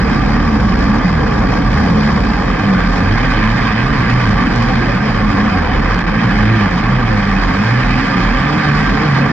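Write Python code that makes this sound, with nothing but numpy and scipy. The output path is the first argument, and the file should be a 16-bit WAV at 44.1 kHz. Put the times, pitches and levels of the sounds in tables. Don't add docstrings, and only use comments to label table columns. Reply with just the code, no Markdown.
import sys
import numpy as np
from scipy import signal
from scipy.fft import rfft, irfft, next_fast_len
from scipy.io import wavfile
from scipy.ndimage import uniform_filter1d, minimum_filter1d, map_coordinates

SR = 44100
rng = np.random.default_rng(int(sys.argv[2]) if len(sys.argv) > 2 else 0)


def generate_wav(sig):
    pcm = np.round(np.clip(np.atleast_2d(sig).T, -1, 1) * 32767).astype(np.int16)
    wavfile.write(sys.argv[1], SR, pcm)


N = 410998
TIME = np.arange(N) / SR

# (frequency [Hz], phase [rad])
PORT_LEAD = [(50, .08), (150, 0), (205, -.22), (280, -.5), (520, -1.0), (1030, .5), (1460, -.6), (1980, .4),
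             (2410, 1.5), (3450, .5), (4570, 3.8), (5600, 3.3), (6290, 3.3), (7000, 0), (7750, 1)]
# (frequency [Hz], difference [dB])
PORT_TILT = [(40, -2.2), (70, -1.2), (120, -1.5), (200, -.5), (280, -1.3), (400, -1.3)]


def amp(db):
    return 10 ** (np.asarray(db) / 20)


def unit(x):
    return x / np.sqrt(np.mean(x ** 2) + 1e-20)


def along(points, hz):
    f, v = np.transpose(points)
    return np.interp(np.log(hz + 1), np.log(f + 1), v)


def curves(rows):
    s, *cols = np.transpose(rows)
    return [np.interp(TIME, s, c) for c in cols]


def wobble(rate):
    knots = rng.standard_normal(int(N * rate / SR) + 4)
    return map_coordinates(knots, [TIME * rate])


def filtered(x, response):
    m = next_fast_len(N + SR // 4)
    hz = np.fft.rfftfreq(m, 1 / SR)
    return irfft(rfft(x, m) * response(hz), m)[..., :N]


def turns(hz):
    return 2 * np.pi * np.cumsum(hz) / SR


def tone(phase, db):
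    return np.sqrt(2) * amp(db) * np.sin(phase + rng.uniform(0, 2 * np.pi))


def ports(pair, left_db, right_db):
    # (frequency [Hz], coherence [0-1])
    likeness = [(60, .99), (200, .97), (290, .92), (370, .5), (500, .4), (800, .5), (1200, .93), (1430, .7),
                (1700, .93), (2400, .7), (3300, .7), (4600, .7), (6400, .4), (12000, .3)]

    def response(hz):
        u = np.arccos(np.clip(along(likeness, hz), 0, 1)) / 2
        lead = np.exp(.5j * along(PORT_LEAD, hz))
        left, right = amp(left_db(hz)) * lead, amp(right_db(hz)) / lead
        return np.array([[left * np.cos(u), left * np.sin(u)],
                         [right * np.cos(u), -right * np.sin(u)]])
    return filtered(pair, response).sum(axis=1)


def engine():
    # (time [s], crank rate [Hz], then the mean level [dB] of each main order)
    stretches = [
        [(0.0, 56, -21, -21.5, -17.5, -30.5), (0.05, 60.55, -18, -30.5, -25.5, -28.5),
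         (0.27, 70.2, -26, -34.5, -20.5, -20), (0.45, 79.9, -20.5, -27, -18, -23.5),
         (0.55, 69.5, -21.5, -34.5, -31, -12.5), (0.6, 63.8, -25.5, -18, -14.5, -27),
         (0.62, 60.5, -12.5, -31.5, -33, -23), (0.65, 60.5, -14, -25, -18.5, -25),
         (0.74, 57.45, -15, -28, -35, -22.5), (0.86, 63.3, -20, -31, -27.5, -36),
         (0.91, 67.37, -23, -25, -30.5, -18.5), (1.06, 87.9, -27.5, -27, -18, -28.5),
         (1.16, 80.7, -14, -25, -14, -30), (1.24, 67.9, -24.5, -31.5, -23.5, -24.5),
         (1.36, 61.4, -21, -37, -34, -24), (1.52, 59.2, -22.5, -30.5, -24, -34),
         (1.64, 61.4, -24, -33, -25.5, -26), (1.69, 61.53, -21.5, -20.5, -20.5, -32),
         (1.8, 78.36, -19, -30.5, -25.5, -22), (1.91, 87.7, -20, -33, -13, -39),
         (2.01, 74.2, -23.5, -34, -19.5, -24), (2.15, 71.04, -19, -32, -19, -18),
         (2.24, 60.93, -24, -22.5, -31.5, -26.5), (2.28, 60.46, -19, -38, -25, -35),
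         (2.35, 63.9, -22, -30, -28, -20.5), (2.39, 67.3, -23.5, -39.5, -32, -23),
         (2.53, 107.5, -37.5, -30, -20.5, -31), (2.65, 101.9, -20.5, -28.5, -11, -35),
         (2.82, 87.15, -25, -29, -20, -34), (2.93, 91.2, -32, -39, -27, -25),
         (3.05, 89.7, -13.5, -32, -18, -28), (3.1, 95.8, -18, -29.5, -20.5, -27.5)],
        [(3.14, 112.1, -14, -29, -20.5, -33), (3.26, 129.9, -24.5, -32.5, -25.5, -42),
         (3.41, 102.3, -22, -15.5, -30, -26), (3.46, 106.7, -20.5, -38, -10, -38),
         (3.57, 125, -14.5, -28, -27.5, -43), (3.69, 110, -23.5, -22, -28.5, -37),
         (3.75, 107.4, -18, -31, -13.5, -35), (3.86, 132.8, -14.5, -25, -29.5, -38),
         (3.93, 155.8, -28, -19.5, -35, -32), (4.0, 116.3, -14.5, -31, -20.5, -49),
         (4.03, 115.1, -23.5, -17.5, -29, -34), (4.1, 118.7, -14, -27, -26, -36),
         (4.16, 124.9, -11, -42, -42, -45), (4.2, 126.4, -17.5, -19, -38, -35),
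         (4.28, 102.4, -14.5, -25, -18, -39), (4.49, 125.5, -28, -20, -27, -38),
         (4.62, 114.9, -10.5, -30, -16.5, -49), (4.71, 125.8, -22, -22.5, -32, -42),
         (4.89, 115.7, -18, -29.5, -27, -29), (4.91, 115.4, -20.5, -23, -28, -49),
         (5.06, 145.2, -20.5, -18, -33.5, -32.5), (5.13, 104.1, -24, -29, -24, -39),
         (5.23, 105.9, -23, -25.5, -19.5, -37), (5.33, 96.35, -20.5, -31, -19, -24),
         (5.46, 106.6, -27.5, -23, -14, -38.5), (5.58, 86.5, -17, -30, -23.5, -24.5),
         (5.75, 59.54, -23, -27.5, -27.5, -25), (5.85, 86.6, -30.5, -30.5, -27.5, -33.5),
         (5.92, 104.5, -19, -23.5, -22, -37), (6.0, 122.8, -26, -22.5, -37, -35),
         (6.12, 100.6, -29, -27, -20, -32.5), (6.2, 115.4, -23.5, -21, -23.5, -40)],
        [(6.24, 115.3, -17.5, -16, -24, -35), (6.26, 118.7, -8, -30, -28, -41),
         (6.36, 102.9, -29, -30.5, -27, -33), (6.44, 104.5, -10, -23, -15.5, -34),
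         (6.55, 113, -10.5, -28, -21.5, -21), (6.64, 100.6, -15, -26, -16.5, -36),
         (6.75, 86.7, -33, -32.5, -20.5, -29), (6.82, 97.9, -16.5, -25.5, -21, -23.5),
         (6.89, 120.9, -13.5, -23.5, -24.5, -46), (6.92, 129.8, -14, -15, -26, -29),
         (6.97, 126.5, -17.5, -26, -24.5, -38), (7.18, 102, -16.5, -27.5, -20, -33),
         (7.22, 99.1, -19.5, -27.5, -16.5, -42), (7.39, 98.9, -25, -27.5, -21.5, -31),
         (7.47, 89.7, -22.5, -26.5, -28.5, -31.5), (7.52, 88.5, -21.5, -33, -16.5, -22.5),
         (7.62, 105.1, -13.5, -23, -14.5, -30), (7.7, 117.1, -11, -30, -40.5, -36),
         (7.74, 123.7, -14, -30, -28, -39), (7.99, 127.9, -23, -28, -17.5, -44),
         (8.07, 145.6, -23, -24, -23.5, -37), (8.21, 116.5, -17, -14, -33, -26),
         (8.32, 119.6, -24.5, -32.5, -20.5, -39), (8.43, 140.4, -18.5, -27, -27, -41),
         (8.57, 152.3, -22.5, -33, -18.5, -39), (8.73, 142.4, -12.5, -35, -32.5, -40),
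         (8.82, 152.5, -19.5, -26, -35, -38), (8.92, 131.1, -20, -19, -25, -41),
         (9.03, 156, -14.5, -42, -21, -30), (9.15, 134.5, -8.5, -26.5, -30.5, -42),
         (9.24, 141.1, -17.5, -22, -25, -34), (9.32, 154.2, -23.5, -23.5, -30, -34)],
    ]
    main_orders = [1, 1.5, 2, 3]
    # (multiple of the crank rate, mean level [dB])
    weak_orders = [(4, -43), (5, -43)]
    flutter_db, drift_db = 2.2, .5

    hz, *order_db = curves(np.concatenate(stretches))
    crank = turns(hz * (1 + .004 * wobble(14) + .006 * wobble(35)))
    exhaust = 0
    for k, db in zip(main_orders, order_db):
        exhaust = exhaust + tone(k * crank, db + flutter_db * wobble(20) + drift_db * wobble(5.9))
    for k, db in weak_orders:
        exhaust = exhaust + tone(k * crank, db + 4 * wobble(8))
    return exhaust, crank


def sway():
    # (time it reaches full level [s], time held there [s], level [dB], pitch [Hz])
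    swells = [(0.0, 0.13, -17.5, 42.5), (0.201, 0.39, -18, 41.82), (0.552, 1, -16.5, 42.65),
              (1.656, 0.085, -9.5, 44.65), (1.897, 0.17, -19.5, 46.6), (2.201, 0.34, -13.5, 45.15),
              (2.761, 0.19, -14, 41.1), (3.099, 0.41, -14, 38.38), (3.8, 0.11, -18, 40.79),
              (4.061, 0.33, -17.5, 41), (4.439, .5, -17.5, 40.84), (5.116, 0.037, -16.5, 41.98),
              (5.262, 0.037, -12.5, 42), (5.637, 0.47, -15, 40.96), (6.35, .08, -13.5, 45.05),
              (6.627, 0.42, -20, 42.9), (7.086, 0.14, -17, 41.02), (7.3, 0.19, -12.5, 40.5),
              (7.852, 0.079, -11.5, 43.74), (8.25, 0.11, -11, 40.6), (8.863, .05, -16, 46.5)]
    rise_db_per_s, fade_db_per_s = 250, 150.5

    full_at, hold, db, hz = np.transpose(swells)[..., None]
    rise_db = rise_db_per_s * (TIME - full_at)
    die_db = fade_db_per_s * (full_at + hold - TIME)
    shape_db = np.minimum(0, np.minimum(rise_db, die_db))
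    pitch_hz = np.interp(TIME, (full_at + hold / 2)[:, 0], hz[:, 0]) + 1.213 * wobble(8)
    level_db = (db + shape_db).max(axis=0) + 0.7 * wobble(25) + 2.0 * wobble(6.3)
    return tone(turns(pitch_hz), level_db)


def drum():
    # (centre [Hz], resonance width [Hz])
    modes = [(213.66, 13.2), (184.9, 12), (287.9, 27), (123, 11)]
    mode_db = [-23, -25, -31.5, -29]
    # (time [s], gain [dB])
    drumming = [(0, 1.5), (1.3, 2), (2.3, 4.5), (3.3, -2.5), (4.6, -3.5), (5.3, -1), (6.6, -2.5), (8, -3),
                (9.32, -2)]

    sound = 0
    for (c, w), db in zip(modes, mode_db):
        mode = lambda f: (1j * f * w / (c * c - f * f + 1j * f * w)) ** 2
        note = unit(filtered(rng.standard_normal(N), mode))
        sound = sound + amp(db + 1.3 * wobble(3)) * note
    return sound * amp(curves(drumming)[0])


def rattle(crank, swing):
    # (time [s], rattle level [dB], treble against it [dB], fizz against it [dB])
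    shaking = [(0, -22.5, -2.5, -13), (.7, -22.5, -4, -13), (1.3, -22, -5, -14.5), (1.9, -22, -5, -12.5),
               (2.5, -22, -3, -12.5), (3, -22, -2.5, -13), (3.33, -21.5, 1, -13.5), (4, -22.5, 1.5, -12),
               (4.6, -21.5, -1, -13), (5, -22.5, -1, -14), (5.5, -21.5, -2.5, -15.5), (6, -22, -1.5, -15.5),
               (6.4, -22.5, 0, -14), (7.3, -22.5, -1, -13.5), (8, -22.5, 2.5, -11.5), (8.6, -21.5, 1, -13),
               (9.32, -21, -0.5, -13.5)]
    # (frequency [Hz], relative density [dB per Hz])
    case_colour = [(200, -30), (330, -10), (700, -10), (1500, -9), (2300, -13), (2900, -23), (4000, -28),
                   (5600, -28), (6100, -36), (7800, -47), (8300, -61), (12500, -62), (14000, -72),
                   (15500, -85)]
    # (centre [Hz], half-width [Hz], left boost [dB], right boost [dB])
    panels = [(446, 55, 3, 11), (521, 44, 9, -3), (627, 34, -4.5, 1), (746, 60, 1.5, 5), (1084, 68, 2, 1.5),
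              (1188, 45, 1.5, 8.5), (1330, 130, -3.5, -3.5), (1608, 64, 1, 3.5), (1760, 110, 0.5, 3),
              (2210, 600, -3, 0.5), (2497, 37, -1.5, 6), (2813, 64, -8.5, -7.5), (3070, 140, 0.5, 6.5),
              (3780, 110, -4.5, 2), (4370, 360, -2, 6), (4695, 320, 7.5, 1), (5380, 260, 2.5, -15.5),
              (8400, 1200, -9.5, 5), (10200, 1100, 5.5, 3)]
    # (time [s], half-length to 1/e of the depth [s], depth [dB])
    dips = [(5.813, .006, -5), (5.987, .0015, -6), (6.022, .0015, -6), (4.263, .002, -6), (4.298, .002, -7),
            (4.751, .002, -7), (5.973, .002, -9), (6.0, .002, -8), (6.027, .002, -6), (6.037, .0025, -11),
            (6.053, .002, -8), (6.062, .003, -13), (4.145, .003, -6), (4.25, .003, -6)]
    firing_db, swing_db = .9, 1.6

    body_db, bright_db, fizz_db = curves(shaking)
    low_db = -6.5 - 0.6 * bright_db
    pan_db = 1.4 - 0.24 * bright_db

    swing_power = unit(swing) ** 2
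    ends = swing_power - uniform_filter1d(swing_power, size=SR // 40)
    firings = unit(np.exp(1.5 * np.cos(crank)) - np.i0(1.5))
    bunch_db = firing_db * firings + swing_db * np.tanh(ends / 2)
    random_db = 0.66 * wobble(45) + 1.02 * wobble(170)
    contacts = amp(bunch_db + random_db) * rng.standard_normal((2, N))
    contacts[0] += amp(-16.5) * strands(crank, count=1100)

    def side_db(column):
        peaks = lambda hz: sum(p[column] / (1 + ((hz - p[0]) / p[1]) ** 2) for p in panels)
        return lambda hz: along(case_colour, hz) + peaks(hz)

    sound = ports(patchy(contacts), side_db(2), side_db(3))
    above = lambda edge_hz: filtered(sound, lambda hz: 1 / (1 + (edge_hz / (hz + 1)) ** 6))
    cuts = [sound, above(680), above(1500), above(3800), 0]
    low, body, bright, fizz = (unit(a - b) for a, b in zip(cuts, cuts[1:]))

    jolt = 0.19 * wobble(8.2) + .7 * wobble(22)
    parts = amp(low_db + 0.66 * wobble(14)) * low
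    parts = parts + amp(0.8 + 0.14 * jolt) * body
    parts = parts + amp(bright_db + 0.77 * jolt + 0.58 * wobble(10)) * bright
    parts = parts + amp(fizz_db + 0.47 * jolt + 1.1 * wobble(13)) * fizz
    dip_db = sum(db * np.exp(-((TIME - s) / length) ** 4) for s, length, db in dips)
    return amp(body_db + dip_db + np.array([[.5], [-.5]]) * pan_db) * parts


def strands(crank, count):
    spread_hz = 110
    follows = .15

    draw, t = rng.random((count, 5)), np.arange(SR // 8) / SR
    panel_hz = np.array([790, 1070, 1180, 1590, 1750, 450, 540, 2500, 3100, 4720, 4950, 7170])
    hz = panel_hz[(draw[:, 0] * 12).astype(int)] + spread_hz * (draw[:, 1] - .5)
    start = (draw[:, 4:5] * N).astype(int)
    log_revs = np.log(uniform_filter1d(np.gradient(crank), size=SR // 15))
    glide = np.gradient(log_revs)[start] * SR
    bend = (0.29 * (draw[:, 2:3] - .5) + follows * glide) * t
    life_s = 0.041 + 0.048 * draw[:, 3:4]
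    swell = np.sin(np.pi * np.clip(t / life_s, 0, 1)) ** 2
    rings = np.sin(2 * np.pi * hz[:, None] * t * (1 + bend)) * swell
    at = start + np.arange(len(t))
    return unit(np.bincount(at.ravel(), rings.ravel(), N + len(t))[:N])


def patchy(x):
    # (frequency [Hz], rms depth [dB])
    patch_depth = [(400, 0.8), (1500, 0.4), (3000, 1.48), (8000, 0.9)]

    hz, _, z = signal.stft(x, SR, nperseg=512)
    field = rng.standard_normal(z.shape[1:])
    for axis in (0, 1):
        field = uniform_filter1d(field, size=6, axis=axis)
    gain = amp(along(patch_depth, hz)[:, None] * unit(field))
    return signal.istft(z * gain, nperseg=512)[1][:, :N]


def ticks():
    # (time [s], starting level before the colour [dB])
    clear_ticks = [(0.7921, -21), (1.396, -24), (1.7168, -23), (4.1025, -13), (4.293, -19), (4.5605, -14),
                   (4.6245, -14), (4.757, -21), (5.9445, -15), (5.99, -18)]
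    # (frequency [Hz], gain [dB])
    tick_colour = [(500, -14), (1200, -3), (3000, 0), (5500, -1), (7800, -13), (8400, -34), (13500, -35),
                   (15500, -46)]
    t60_s = .009
    faint_db, faint_spread_db = -33, 6

    sound, t = np.zeros((2, N + SR)), np.arange(SR // 50) / SR
    faint_ticks = rng.random((150, 2)) * [N / SR, faint_spread_db] + [0, faint_db]
    for s, db in [*clear_ticks, *faint_ticks]:
        noise = rng.standard_normal(len(t)) + .6 * rng.standard_normal((2, len(t)))
        sound[:, round(s * SR):][:, :len(t)] += amp(db - 60 * t / t60_s) * noise
    return filtered(sound[:, :N], lambda hz: amp(along(tick_colour, hz)))


def pack():
    # (time [s], roar level [dB], gain of its deepest part [dB])
    pack_level = [(0, -13.5, 0.5), (1, -15.5, -4.5), (2.4, -17.5, 0.5), (3.4, -17.5, 3), (4.3, -17, 1.5),
                  (5.3, -16, 2), (5.9, -17.5, 3), (6.5, -17, 0), (7.4, -18, -1), (7.8, -19, 0.5),
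                  (8.7, -16, 1), (9.32, -17, -3.5)]
    # (frequency [Hz], relative density [dB per Hz])
    roar_colour = [(13, -31), (22, -3.5), (48, 0.5), (80, -5), (195, 0), (276, -2.5), (362, -13.5),
                   (420, -16), (550, -42), (920, -120)]
    deep_hz = 85

    level_db, deep_db = curves(pack_level)
    half_tilt = lambda hz: along(PORT_TILT, hz) / 2
    left_db = lambda hz: along(roar_colour, hz) + half_tilt(hz)
    right_db = lambda hz: along(roar_colour, hz) - half_tilt(hz)
    roar = unit(ports(rng.standard_normal((2, N)), left_db, right_db))
    deep = filtered(roar, lambda hz: 1 / (1 + (hz / deep_hz) ** 6))
    return amp(level_db + 1.4 * wobble(8)) * (roar - deep + amp(deep_db) * deep)


def scene():
    exhaust, crank = engine()
    swing = sway()
    apart = lambda hz: amp(along(PORT_TILT, hz) / 2) * np.exp(.5j * along(PORT_LEAD, hz))
    both_ports = lambda hz: np.array([apart(hz), 1 / apart(hz)])
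    low = filtered(exhaust + swing + drum(), both_ports)
    return low + rattle(crank, swing) + ticks() + pack()


def record(dry):
    top_hz, fade_out_s = 15100, .004

    loud = dry * amp(-1.0)
    need = np.minimum(1, .8 / (np.abs(loud).max(axis=0) + 1e-9))
    gain = uniform_filter1d(minimum_filter1d(need, size=301, origin=90), size=151)
    held = loud * gain / (1 + np.abs(loud * gain / .95) ** 8) ** (1 / 8)
    held = held * np.clip((TIME[-1] - TIME) / fade_out_s, 0, 1)
    return filtered(held, lambda hz: (hz < top_hz) / (1 + (25 / (hz + 1)) ** 3))


dry = scene()
out = record(dry)
generate_wav(out)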